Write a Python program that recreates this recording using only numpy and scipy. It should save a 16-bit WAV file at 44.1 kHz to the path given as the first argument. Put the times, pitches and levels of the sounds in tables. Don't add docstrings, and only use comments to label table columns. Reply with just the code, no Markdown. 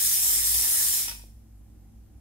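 import sys
import numpy as np
from scipy import signal
from scipy.fft import rfft, irfft
from scipy.io import wavfile
from scipy.ndimage import uniform_filter1d

SR = 44100
rng = np.random.default_rng(int(sys.argv[2]) if len(sys.argv) > 2 else 0)


def int16_out(signal):
    q = np.round(np.clip(np.atleast_2d(signal).T, -1, 1) * 32767)
    wavfile.write(sys.argv[1], SR, q.astype(np.int16))


N = 97328
LEAD = 22050


def gain_of(db):
    return 10 ** (np.asarray(db) / 20)


def evened(x):
    return x / np.sqrt(np.mean(x ** 2) + 1e-20)


def read(points, hz):
    f, value = np.transpose(points)
    return np.interp(np.log(hz + 1), np.log(f + 1), value)


def curve(rows, t):
    s, value = np.transpose(rows)
    return np.interp(t, s, value)


def add(mix, s, sound):
    part = mix[round(s * SR):][:len(sound)]
    part += sound[:len(part)]


def smoothed_noise(shape, sizes):
    noise = rng.standard_normal(shape)
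    for axis, size in enumerate(sizes):
        noise = uniform_filter1d(noise, size=size, axis=axis)
    return evened(noise)


# time in seconds, level in dB.
JET_FLOW = [(0, -22), (.014, -19.5), (.2, -20.5), (.3, -19), (.395, -21.5), (.415, -26), (.456, -19),
            (.5, -20), (.6, -20), (.65, -20), (.79, -19.5), (.87, -21.5), (.94, -22), (1.016, -24),
            (1.045, -32), (1.075, -37)]
# frequency in Hz, relative power density in dB per Hz.
JET_SPECTRUM = [(180, -51), (300, -24), (404, -32.5), (923, -22.5), (1490, -23.5), (1800, -12.5),
                (2750, -15.5), (3800, -10.5), (4850, -9.5), (5500, -3.5), (6710, -9), (7410, 0),
                (8050, -6.5), (8600, -2.5), (12400, -3), (15600, -6)]
# frequency in Hz, width in Hz, relative level in dB.
JET_WHISTLES = [(7100, 60, -5), (7420, 90, 1), (8540, 50, 1), (8765, 90, 4), (9120, 60, -1),
                (9870, 120, -1), (10370, 80, -1), (10750, 220, -2), (11700, 70, 0), (12100, 100, 0),
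                (12700, 300, -3), (15700, 40, -3)]
SEAL_S, CLOSE_DB_PER_S = 1.094, -900
WAVER_DB, PATCH_DB, FLICKER_DB = 4, 3, 1.75
FULL_DB = -21
WHISTLE_SINK_DB_PER_DB = .8
LOW_HOLD, LOW_HZ, HOLD_OCTAVES = .82, 2780, .75


def jet(flicker):
    size = N + LEAD
    frames, hz = size // 256 + 5, np.fft.rfftfreq(1024, 1 / SR)
    real, imag = rng.standard_normal((2, 513, frames))
    patches = smoothed_noise((513, frames), (12, 14))
    waver = smoothed_noise((frames, len(JET_WHISTLES)), (1, 10)).T

    power = gain_of(2 * read(JET_SPECTRUM, hz))[:, None] * np.ones(frames)
    frame_s = (np.arange(frames) * 256 - LEAD) / SR
    sunk_db = FULL_DB - curve(JET_FLOW, frame_s)
    whistle_loss_db = WHISTLE_SINK_DB_PER_DB * np.maximum(sunk_db, 0)
    for (whistle_hz, width_hz, db), w in zip(JET_WHISTLES, waver):
        shape = 1 / (1 + (2 * (hz - whistle_hz) / width_hz) ** 2) ** 2
        power += shape[:, None] * gain_of(2 * (db + WAVER_DB * w - whistle_loss_db))
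    octaves = np.log2((hz[:, None] + 1) / LOW_HZ)
    power *= gain_of(2 * LOW_HOLD * sunk_db / (1 + (octaves / HOLD_OCTAVES) ** 2))

    cells = (real + 1j * imag) * np.sqrt(power) * gain_of(PATCH_DB * patches)
    hiss = signal.istft(cells, nperseg=1024, noverlap=768)[1][:size]
    t = (np.arange(size) - LEAD) / SR
    closing_db = CLOSE_DB_PER_S * np.maximum(t - SEAL_S, 0)
    return evened(hiss) * gain_of(curve(JET_FLOW, t) + closing_db + FLICKER_DB * flicker)


# frequency in Hz, t60 in seconds.
ROOM_DECAY = [(300, .6), (600, .5), (1000, .42), (3000, .38), (5000, .4), (8000, .39), (11000, .39),
              (15000, .4)]
# frequency in Hz, left minus right in dB.
CHANNEL_LEAN = [(60, 18), (180, 15), (550, 3.5), (1650, 2), (4970, -0.5), (9000, 2), (15000, -3.5)]
LATE_DB, LATE_STRETCH = -20, 1.8
LEFT_LAG_S, LAG_FROM_HZ = .000535, 2820


def kitchen(x, wet_db):
    starts = np.arange(60, SR // 2, 20)
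    taps = np.zeros((2, SR // 2 + 40))
    at = starts + rng.integers(0, 20, (2, len(starts)))
    np.put_along_axis(taps, at, rng.choice([-1., 1.], at.shape), 1)
    hz, t, cells = signal.stft(taps, SR, nperseg=256)
    fall_db = -60 * t / read(ROOM_DECAY, hz)[:, None]
    decay = np.hypot(gain_of(fall_db), gain_of(LATE_DB + fall_db / LATE_STRETCH))
    tail = signal.istft(cells * decay, SR, nperseg=256)[1]
    tail /= np.linalg.norm(tail, axis=1)[:, None]
    wet = gain_of(wet_db) * signal.fftconvolve(x[None], tail, axes=1)[:, :len(x)]

    f = np.fft.rfftfreq(len(x), 1 / SR)
    lag_s = LEFT_LAG_S / (1 + (LAG_FROM_HZ / (f + 1)) ** 2)
    direct = rfft(x) * np.array([np.exp(-2j * np.pi * f * lag_s), 1 + 0 * f])
    lean = gain_of(read(CHANNEL_LEAN, f) / 2)
    both = (direct + rfft(wet, axis=1)) * np.array([lean, 1 / lean])
    return irfft(both, len(x), axis=1)[:, LEAD:] / np.sqrt(1 + gain_of(2 * wet_db))


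def band(hz, width_hz):
    f = np.fft.rfftfreq(N, 1 / SR)
    return evened(irfft(rfft(rng.standard_normal(N)) / (1 + (2 * (f - hz) / width_hz) ** 2), N))


# frequency in Hz, relative level in dB.
FLOOR_SPECTRUM = [(12, -40), (20, -23.5), (36, -25), (59, -19), (109, -30), (162, -29), (226, -33.5),
                  (316, -31.5), (383, -43), (500, -44), (650, -49), (790, -44), (900, -53), (1400, -55.5),
                  (2200, -59), (3900, -61.5), (6000, -58.5), (9000, -57), (12500, -56), (14500, -58.5),
                  (15600, -67)]
# frequency in Hz, left-right correlation from -1 to 1.
CHANNEL_LIKENESS = [(60, 0.88), (150, 0.79), (380, 0.34), (950, 0.47), (2380, 0.43), (5980, -0.41),
                    (15000, -0.12)]
# time in seconds, level in dB.
RUMBLE_LEVEL = [(0.0, -59.5), (0.59, -41.5), (0.65, -51), (0.85, -60), (0.88, -49), (1.0, -59), (1.13, -46),
                (1.38, -50.5), (1.48, -54.5), (1.5, -50), (1.89, -54), (1.92, -65.5), (1.97, -48),
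                (2.11, -63), (2.16, -48.5), (2.2, -53)]
FLOOR_DB, DRIFT_DB = -55.5, .7
RUMBLE_HZ, RUMBLE_WANDER_HZ = 54.7, 3.4
HUM_HZ, HUM_DB = 100.4, -57.5
DRONE_HZ, DRONE_WIDTH_HZ, DRONE_DB = 222.9, 27, -64


def background():
    hz, t = np.fft.rfftfreq(N, 1 / SR), np.arange(N) / SR
    left, other = rfft(rng.standard_normal((2, N)), axis=1)
    same = np.clip(read(CHANNEL_LIKENESS, hz), -1, 1)
    right = same * left + np.sqrt(1 - same ** 2) * other
    spectra = np.array([left, right]) * gain_of(read(FLOOR_SPECTRUM, hz))
    f, s, cells = signal.stft(evened(irfft(spectra, N, axis=1)), SR, nperseg=1024)
    drift = smoothed_noise((len(f), len(s)), (40, 9))
    tone = signal.istft(cells * gain_of(DRIFT_DB * drift), SR, nperseg=1024)[1][:, :N]

    phase = 2 * np.pi * np.cumsum(RUMBLE_HZ + RUMBLE_WANDER_HZ * band(0, 8)) / SR
    rumble = gain_of(curve(RUMBLE_LEVEL, t)) * np.cos(phase)
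    hum = gain_of(HUM_DB) * np.sin(2 * np.pi * HUM_HZ * t)
    low = np.sqrt(2) * (rumble + hum) * gain_of([[-.5], [.5]])
    drone = gain_of(DRONE_DB) * band(DRONE_HZ, DRONE_WIDTH_HZ)
    return gain_of(FLOOR_DB) * tone + low + drone


# time in seconds, level in dB.
POP_TIMES = [(.181, -49), (.404, -52), (.523, -55), (.632, -51), (.711, -51), (.794, -45), (1.240, -47)]
POP_S = .00042
SNAP_S, SNAP_DB = .00009, -9


def pops():
    out, u = np.zeros(N), np.arange(-200, 200) / SR / POP_S
    pulse = (u ** 2 - 1) * np.exp(-u ** 2 / 2)
    edge = u * POP_S / SNAP_S
    snap = gain_of(SNAP_DB) * edge * np.exp(-edge ** 2 / 2)
    for s, db in POP_TIMES:
        add(out, s - 200 / SR, gain_of(db) * (pulse + snap))
    return out


# time in seconds, level in dB, tilt in dB per octave.
LANDINGS = [(1.056, -50, -4), (1.077, -45, -2), (1.082, -33, 1), (1.089, -37, 0), (1.095, -38, 2),
            (1.111, -36, -1), (1.117, -42, 0), (1.129, -45, 0), (1.145, -46, 1), (1.158, -51, 0),
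            (1.175, -54, -2), (1.194, -52, 0), (1.218, -56, 2)]
# frequency in Hz, relative level in dB, t60 in seconds.
METAL_MODES = [(865, -13, .04), (935, -11, .06), (1350, -15, .04), (1480, -12, .05), (1840, -10, .035),
               (2470, -2, .045), (2590, -6, .04), (2800, -15, .03), (3700, -14, .05), (4800, -8, .06),
               (5110, -4, .035), (5400, -6, .03), (5600, 2, .055), (5780, -6, .03)]
MODE_SPREAD_DB, TILT_PIVOT_HZ = 1.8, 2500
GRIT_DB, GRIT_T60_S = -4, .09
SCRAPE_S = .0004


def weight():
    out, t = np.zeros(N + LEAD), np.arange(6000) / SR
    b, a = signal.butter(1, [350, 4000], "bandpass", fs=SR)
    for s, db, tilt_db in LANDINGS:
        ring = np.zeros(len(t))
        for hz, mode_db, t60_s in METAL_MODES:
            start_db = mode_db + tilt_db * np.log2(hz / TILT_PIVOT_HZ) + MODE_SPREAD_DB * rng.standard_normal()
            phase = rng.uniform(0, 2 * np.pi)
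            ring += gain_of(start_db - 60 * t / t60_s) * np.sin(2 * np.pi * hz * t + phase)
        rattle = signal.lfilter(b, a, rng.standard_normal(len(t)))
        grit = rattle * gain_of(GRIT_DB - 60 * t / GRIT_T60_S)
        onset = 1 - np.exp(-t / SCRAPE_S)
        add(out, s + LEAD / SR, gain_of(db) * onset * (ring + grit))
    return out


EDDIES = 3
STEAM_WET_DB, CLACK_WET_DB = 1.5, -10


def scene():
    flicker = smoothed_noise(N + LEAD, (90,))
    steam = sum(kitchen(jet(flicker), STEAM_WET_DB) for _ in range(EDDIES)) / np.sqrt(EDDIES)
    return steam + kitchen(weight(), CLACK_WET_DB) + pops() + background()


EDGE_HZ = 15750


def record(dry):
    lowpass = signal.firwin(1023, EDGE_HZ, window=("kaiser", 10), fs=SR)
    return signal.oaconvolve(dry, lowpass[None], "same")


dry = scene()
out = record(dry)
int16_out(out)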